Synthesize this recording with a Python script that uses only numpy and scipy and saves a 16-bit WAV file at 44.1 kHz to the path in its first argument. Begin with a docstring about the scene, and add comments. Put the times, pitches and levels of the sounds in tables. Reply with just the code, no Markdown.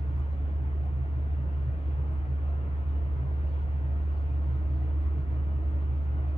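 """A lawn on the bank of a foggy river, with a freighter passing far off.
Its diesel exhaust drones on one deep note over a rumble and a throbbing funnel resonance;
auxiliary machines and a blower hum faintly. A soft wash of water and distant machinery arrives
from the left, with the bubbles and splashes of lapping wavelets. On the bank, leaves rustle,
tiny drips tick on wet foliage and small birds give thin chips."""
import sys
import numpy as np
from scipy import signal
from scipy.fft import rfft, irfft, next_fast_len
from scipy.io import wavfile
from scipy.ndimage import uniform_filter1d, map_coordinates

SR = 44100
rng = np.random.default_rng(int(sys.argv[2]) if len(sys.argv) > 2 else 0)


def store_pcm(level_fs):
    """Save levels as 16-bit WAV."""
    pcm = np.round(np.clip(level_fs, -1, 1) * 32767).astype(np.int16)
    wavfile.write(sys.argv[1], SR, np.atleast_2d(pcm).T)


N = 280917


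def amp(db):
    """Decibels to gain."""
    return 10 ** (np.asarray(db) / 20)


def unit(x):
    """Scale to rms 1."""
    return x / np.sqrt(np.mean(x ** 2) + 1e-20)


def along(points, hz):
    """Read a curve of (f/Hz, value) points on a log frequency axis."""
    freqs, values = np.transpose(points)
    return np.interp(np.log(hz + 1), np.log(freqs + 1), values)


def curves(rows):
    """One automation curve for each column after the time."""
    times, *columns = np.transpose(rows)
    return [np.interp(np.arange(N) / SR, times, column) for column in columns]


def swells(rows):
    """Bell-shaped gain swells from (t/s, level/dB, width/s); width runs from the peak to about a third."""
    t = np.arange(N) / SR
    return sum(amp(db) * np.exp(-((t - s) / width) ** 2) for s, db, width in rows)


def wobble(rate):
    """Smooth random modulation, rate knots a second."""
    knots = rng.standard_normal(int(N * rate / SR) + 4)
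    return map_coordinates(knots, [np.arange(N) * rate / SR])


def filtered(x, response):
    """Filter x by a complex frequency response, with mirrored ends."""
    margin = SR // 4
    padded = np.pad(x, [(0, 0)] * (x.ndim - 1) + [(margin, margin)], mode="reflect", reflect_type="odd")
    size = next_fast_len(N + 2 * margin)
    spectrum = rfft(padded, size) * response(np.fft.rfftfreq(size, 1 / SR))
    return irfft(spectrum, size)[..., margin:margin + N]


def tone(hz):
    """A sine of rms 1 that follows a pitch curve."""
    return np.sqrt(2) * np.sin(2 * np.pi * (np.cumsum(hz * np.ones(N)) / SR + rng.random()))


def noise(eq, correlation, patchy_db):
    """Stereo noise of rms 1 with an EQ curve, a left-right correlation and brief, narrow gain patches."""
    spectrogram = signal.stft(rng.standard_normal((2, N)), nperseg=1024)[2]
    patches = uniform_filter1d(rng.standard_normal(spectrogram.shape[1:]), size=3, axis=0)
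    patches = unit(uniform_filter1d(patches, size=8, axis=1))
    white = signal.istft(spectrogram * amp(patchy_db * patches), nperseg=1024)[1][:, :N]
    hz = np.fft.rfftfreq(N, 1 / SR)
    spread = np.arccos(np.clip(along(correlation, hz), -1, 1)) / 2
    mid, side = irfft(rfft(white) * amp(along(eq, hz)) * [np.cos(spread), np.sin(spread)], N)
    return unit(np.array([mid + side, mid - side]))


def place(x, lead_ms, left_db):
    """Pan by time and level: earlier and louder on the left for positive values."""
    half = np.array([[.5], [-.5]])
    lead_s = half * lead_ms / 1000
    return amp(half * left_db) * filtered(x, lambda hz: np.exp(2j * np.pi * hz * lead_s))


# EQ of the hiss bed: f/Hz, gain/dB
HISS_EQ = [(1000, -1), (6500, -3), (8800, -9), (11000, -0.5), (13000, -12), (16000, -11.5)]

def hiss():
    """A faint, even bed of bright hiss."""
    return amp(-87.0) * noise(HISS_EQ, [(6000, .5)], patchy_db=0)


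# Chips of small, far birds: t/s, level/dB, f/Hz, attack/s
BIRD_CHIPS = [(.15, -87, 4900, .012), (1.32, -89, 4300, .014), (1.43, -86, 4150, .012),
              (1.84, -84, 3400, .014), (1.91, -84, 3400, .014), (2.115, -85, 8230, .018),
              (2.88, -83, 3900, .011), (2.885, -84, 3470, .012), (3.37, -85, 3930, .016),
              (3.48, -83, 4450, .018), (3.775, -87.5, 4280, .008), (3.885, -86, 4420, .008),
              (4.11, -83.5, 4930, .02), (4.16, -83.5, 4400, .014), (4.42, -86, 4340, .044),
              (4.73, -81.5, 4520, .022), (4.76, -83.5, 4000, .014), (5.006, -89.5, 8100, .014)]

def birds():
    """Short thin notes that slide down a little, blurred by scattering among the trees."""
    slide, blur = 0.035, .025  # shares of the pitch
    chips = np.zeros(N)
    for s, db, hz, attack in BIRD_CHIPS:
        age = np.maximum(np.arange(N) / SR - s, 0) / attack
        pitch_hz = hz * (1 - slide * (1 - np.exp(-age / 2))) + hz * blur * wobble(600)
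        chips += amp(db + 1.2 * wobble(110)) * age * np.exp(1 - age) * tone(pitch_hz)
    return place(chips, lead_ms=0, left_db=-3)


# Fader ride of the rustle: t/s, level/dB
RUSTLE_LEVEL = [(0, -79.5), (.3, -80), (.7, -85.5), (1.4, -84), (2.5, -86), (3.3, -83), (3.51, -78),
                (3.7, -83), (4.1, -80.5), (4.6, -79), (5.5, -85.5), (6.37, -80.5)]
# EQ of the rustle: f/Hz, gain/dB
RUSTLE_EQ = [(1000, -20), (2800, 1.5), (4000, 2), (4800, -1), (5300, -14.5), (6500, -6), (9000, -22)]

def leaves():
    """A faint flickering rustle in the trees to the right."""
    level_db, = curves(RUSTLE_LEVEL)
    rustle = amp(level_db + 2.4 * wobble(24)) * noise(RUSTLE_EQ, [(4000, 0.44)], patchy_db=3)
    return place(rustle, lead_ms=0, left_db=-4.5)


# Drips on wet leaves: t/s, peak level/dB, centre f/Hz, half width/octaves, 60 dB decay/s
LEAF_DRIPS = [(.1785, -63, 10500, .55, .016), (.187, -68, 7000, .25, .03), (.196, -67, 6800, .25, .035),
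              (.44, -76, 9500, .3, .03), (.855, -62.5, 8000, 1.1, .026), (2.498, -72, 5900, .15, .035),
              (3.03, -76, 8800, .4, .015), (3.062, -75, 9500, .4, .015), (4.559, -68, 6000, .4, .018),
              (5.711, -66.5, 7000, .3, .026), (5.812, -69, 5800, .7, .016)]

def drips():
    """Each drop is a tiny tick, coloured by the leaf that it lands on, and dies at once."""
    t = np.arange(N) / SR
    crest_db = 9  # allowance for noise peaks above the rms
    ticks = np.zeros(N)
    for s, db, centre_hz, octaves, t60 in LEAF_DRIPS:
        band = lambda hz: np.exp(-(np.log2((hz + 1) / centre_hz) / octaves) ** 2)
        envelope = amp(db - crest_db - 60 * np.abs(t - s) / t60) * (t >= s)
        ticks += envelope * unit(filtered(rng.standard_normal(N), band))
    return place(ticks, lead_ms=0, left_db=-1.8)


# Fader ride of the river's wash: t/s, level/dB
WASH_RIDE = [(0, -51.5), (.75, -52), (1.4, -51.5), (2.2, -51), (3, -51), (3.7, -51.5), (4.8, -51.5),
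             (5.6, -51.5), (6.37, -51.5)]
# EQ of the wash, which also weights the lapping bubbles: f/Hz, gain/dB
WASH_EQ = [(100, -15.5), (300, -13.5), (450, -0.5), (680, 2), (900, -2.5), (1350, -5.5), (1650, -8.5),
           (2200, -13), (2900, -19.5), (3600, -28.5), (4400, -36.5), (5500, -47.5), (9000, -60.5)]
# Stereo image of the wash: f/Hz, left-right correlation/0-1
WASH_IMAGE = [(200, .85), (400, 1), (550, 0.8), (750, 1), (1150, 0.1), (1500, 0.65), (2100, 0.5),
              (2900, 0.6), (3700, 0.07), (6000, 1)]

def wash():
    """The far wash of water and machinery swells slightly with the moving air."""
    level_db, = curves(WASH_RIDE)
    ripple_db = 0.36 * wobble(16)
    return amp(level_db + ripple_db) * noise(WASH_EQ, WASH_IMAGE, patchy_db=1.55)


def lapping():
    """Wavelets along the bank shed many small bubbles, each ringing briefly at its own rising pitch."""
    bubbles_per_s, low_hz, high_hz, spread_db = 100, 520.4, 3424, 7
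    attack_s, glide_per_s = 0.012, 0.3
    count = int(bubbles_per_s * N / SR)
    when, pitch, softness, pan = rng.random((count, 4)).T[:, :, None]
    hz = low_hz * (high_hz / low_hz) ** pitch
    t = np.arange(SR // 10) / SR
    age = t / attack_s
    envelopes = amp(along(WASH_EQ, hz) - spread_db * softness) * age * np.exp(1 - age)
    rings = envelopes * np.sin(2 * np.pi * hz * t * (1 + glide_per_s * t))
    at = ((when * N).astype(int) + np.arange(len(t))).ravel()
    channels = [np.bincount(at, (rings * np.sqrt(share)).ravel(), N)[:N] for share in (pan, 1 - pan)]
    return amp(-61.5) * unit(np.array(channels))


# Splashes of wavelets: t/s, level/dB, width/s
SPLASH_CUES = [(1.32, -72.5, .06), (1.86, -73, .09), (2.76, -74.5, .06), (3.33, -75.5, .08),
               (3.56, -71, .08)]
# EQ of their spray: f/Hz, gain/dB
SPRAY_EQ = [(300, -40.5), (800, -10), (1800, -4.5), (2700, -1), (3300, 0), (3900, -15.5), (6000, -36),
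            (9000, -80)]

def splashes():
    """Wavelets splash in soft, short swells of spray."""
    return swells(SPLASH_CUES) * noise(SPRAY_EQ, [(3000, .5)], patchy_db=3.5)


# Hums of the auxiliary machines: f/Hz, level/dB
MACHINE_HUMS = [(52.7, -54), (55.7, -55), (59.7, -50.5), (74.2, -53.5), (81.4, -53), (142, -52.5),
                (235, -67), (271.2, -61.5), (433, -68), (578.5, -76)]

def machines():
    """Pumps and generators hum; each tone fades and swells on its way over the water."""
    return sum(amp(db + 1.5 * wobble(3.0)) * tone(hz + .2 * wobble(2)) for hz, db in MACHINE_HUMS)


# Fader ride of the blower's blade tones: t/s, level/dB
BLADE_LEVEL = [(0, -73), (1, -67), (2.2, -60.5), (3.1, -63), (3.8, -65.5), (4.4, -58.5), (5, -54),
               (5.35, -53.5), (5.75, -55.5), (6, -60), (6.22, -54.5)]
# Their harmonics: multiple of the blade rate, gain/dB
BLADE_HARMONICS = [(1, 2), (2, -11), (4, -15.8)]
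# Fader ride of the air rushing through the blower: t/s, level/dB
AIR_LEVEL = [(0, -60), (2, -59.5), (4.3, -63.5), (5.5, -53.5), (6.37, -56)]
# EQ of that air: f/Hz, gain/dB
AIR_EQ = [(60, -59), (150, -17.5), (205, 1), (245, -6), (280, -1), (350, -9), (600, -28), (1200, -110)]

def blower():
    """Blade tones over rushing air; the tones flutter on their way over the water."""
    flutter_db, flutters_per_s = 1.3, 7
    blade_db, = curves(BLADE_LEVEL)
    blade_hz = 315 + .15 * wobble(3)
    blades = sum(amp(blade_db + db + flutter_db * wobble(flutters_per_s)) * tone(multiple * blade_hz)
                 for multiple, db in BLADE_HARMONICS)
    air_db, = curves(AIR_LEVEL)
    return blades + amp(air_db) * noise(AIR_EQ, [(300, .9)], patchy_db=0)


# EQ of the exhaust rumble: f/Hz, gain/dB
RUMBLE_EQ = [(15, -46.5), (27, -25.5), (37, -17.5), (44, -7.5), (56, -1.2), (68, -6), (92, -7.5),
             (112, -6.5), (135, -11.5), (149, -15), (164, -11), (177, -14.5), (195, -18), (250, -22),
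             (290, -17), (450, -26.5), (900, -72.5)]

def rumble():
    """Turbulent exhaust lays a restless low bed around the diesel's note."""
    return amp(-40.0 + 0.45 * wobble(8.2)) * noise(RUMBLE_EQ, [(60, 0.9), (300, 0.93)], patchy_db=0.8)


# Throbs of the funnel: t/s, level/dB, width/s, f/Hz
FUNNEL_THROBS = [(.11, -38.5, 0.099, 129.2), (.25, -41.5, 0.046, 126.6), (.66, -39.5, 0.064, 131.2),
                 (.84, -40, 0.099, 128.6), (1.0, -36.5, 0.042, 130.4), (1.22, -45, 0.052, 127.4),
                 (1.41, -40, .06, 130.6), (1.68, -34.5, 0.045, 127.5), (1.99, -40, 0.03, 130.7),
                 (2.311, -36, 0.041, 128.8), (2.58, -41, 0.043, 125.5), (2.77, -41, .028, 130.5),
                 (3.22, -37.5, .07, 130.5), (3.78, -41.5, .037, 132.1), (3.89, -38.5, 0.086, 128.8),
                 (4.36, -40, .06, 124), (4.53, -36, 0.045, 127.8), (4.76, -39.5, 0.063, 130.1),
                 (4.87, -39, 0.054, 128.4), (5.191, -33, 0.017, 131.1), (5.4, -39.5, .085, 128.1),
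                 (5.59, -37, .031, 131), (5.92, -36.5, 0.026, 126.6), (6.02, -41, 0.036, 128.8),
                 (6.22, -38, 0.054, 127)]

def funnel():
    """Exhaust turbulence keeps a narrow resonance murmuring; it booms in throbs of varying pitch."""
    centre_hz, width_hz, murmur_db, wander_hz = 128.6, 16, -47.5, .8
    ring = lambda hz: 1j * hz * width_hz / (centre_hz ** 2 - hz ** 2 + 1j * hz * width_hz)
    murmur = amp(murmur_db) * unit(filtered(rng.standard_normal(N), lambda hz: ring(hz) ** 2))
    *_, pitch_hz = curves(FUNNEL_THROBS)
    envelope = swells([row[:3] for row in FUNNEL_THROBS])
    return murmur + envelope * tone(pitch_hz + wander_hz * wobble(18))


# Fader ride of the main diesel's drone: t/s, level/dB
DRONE_LEVEL = [(0, -29.5), (2, -29), (3.6, -28.5), (4.6, -27.5), (6.37, -28)]
# Partials of its exhaust note: multiple of the firing rate, gain/dB
DRONE_PARTIALS = [(.5, -30), (1, 0), (2, -37)]
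# Brief dips in the drone: t/s, share of the note lost/dB, width/s
DRONE_DIPS = [(1.8, -7, .025), (2.275, -7, .018), (5.26, -8, .02), (5.62, -15, .02)]

def diesel():
    """At this distance the main engine's firings blur into one clean, deep note."""
    level_db, = curves(DRONE_LEVEL)
    firing_hz = 72.4 + 0.2 * wobble(1.7)
    note = sum(amp(db) * tone(multiple * firing_hz) for multiple, db in DRONE_PARTIALS)
    return amp(level_db) * (1 - swells(DRONE_DIPS)) * note


def scene():
    """Ship, river and bank over the hiss; a nearby surface reflects river and leaves, colouring them."""
    reflection_db, reflection_s = -19, .002075
    comb = lambda hz: 1 + amp(reflection_db) * np.exp(-2j * np.pi * hz * reflection_s)
    bed = hiss()
    river = place(wash() + splashes() + lapping(), lead_ms=.29, left_db=.5)
    bank = filtered(river + leaves(), comb)
    drone = place(diesel(), lead_ms=-0.66, left_db=-1.0)
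    exhaust = place(rumble() + funnel(), lead_ms=-0.17, left_db=-0.5)
    auxiliaries = place(machines() + blower(), lead_ms=0.15, left_db=0.8)
    return bed + bank + drips() + birds() + auxiliaries + exhaust + drone


def record(dry):
    """A steep high cut takes the very top off the mix."""
    stop_hz = 16300
    lowpass = signal.cheby2(12, 70, stop_hz, fs=SR, output="sos")
    return signal.sosfiltfilt(lowpass, dry)


dry = scene()
out = record(dry)
store_pcm(out)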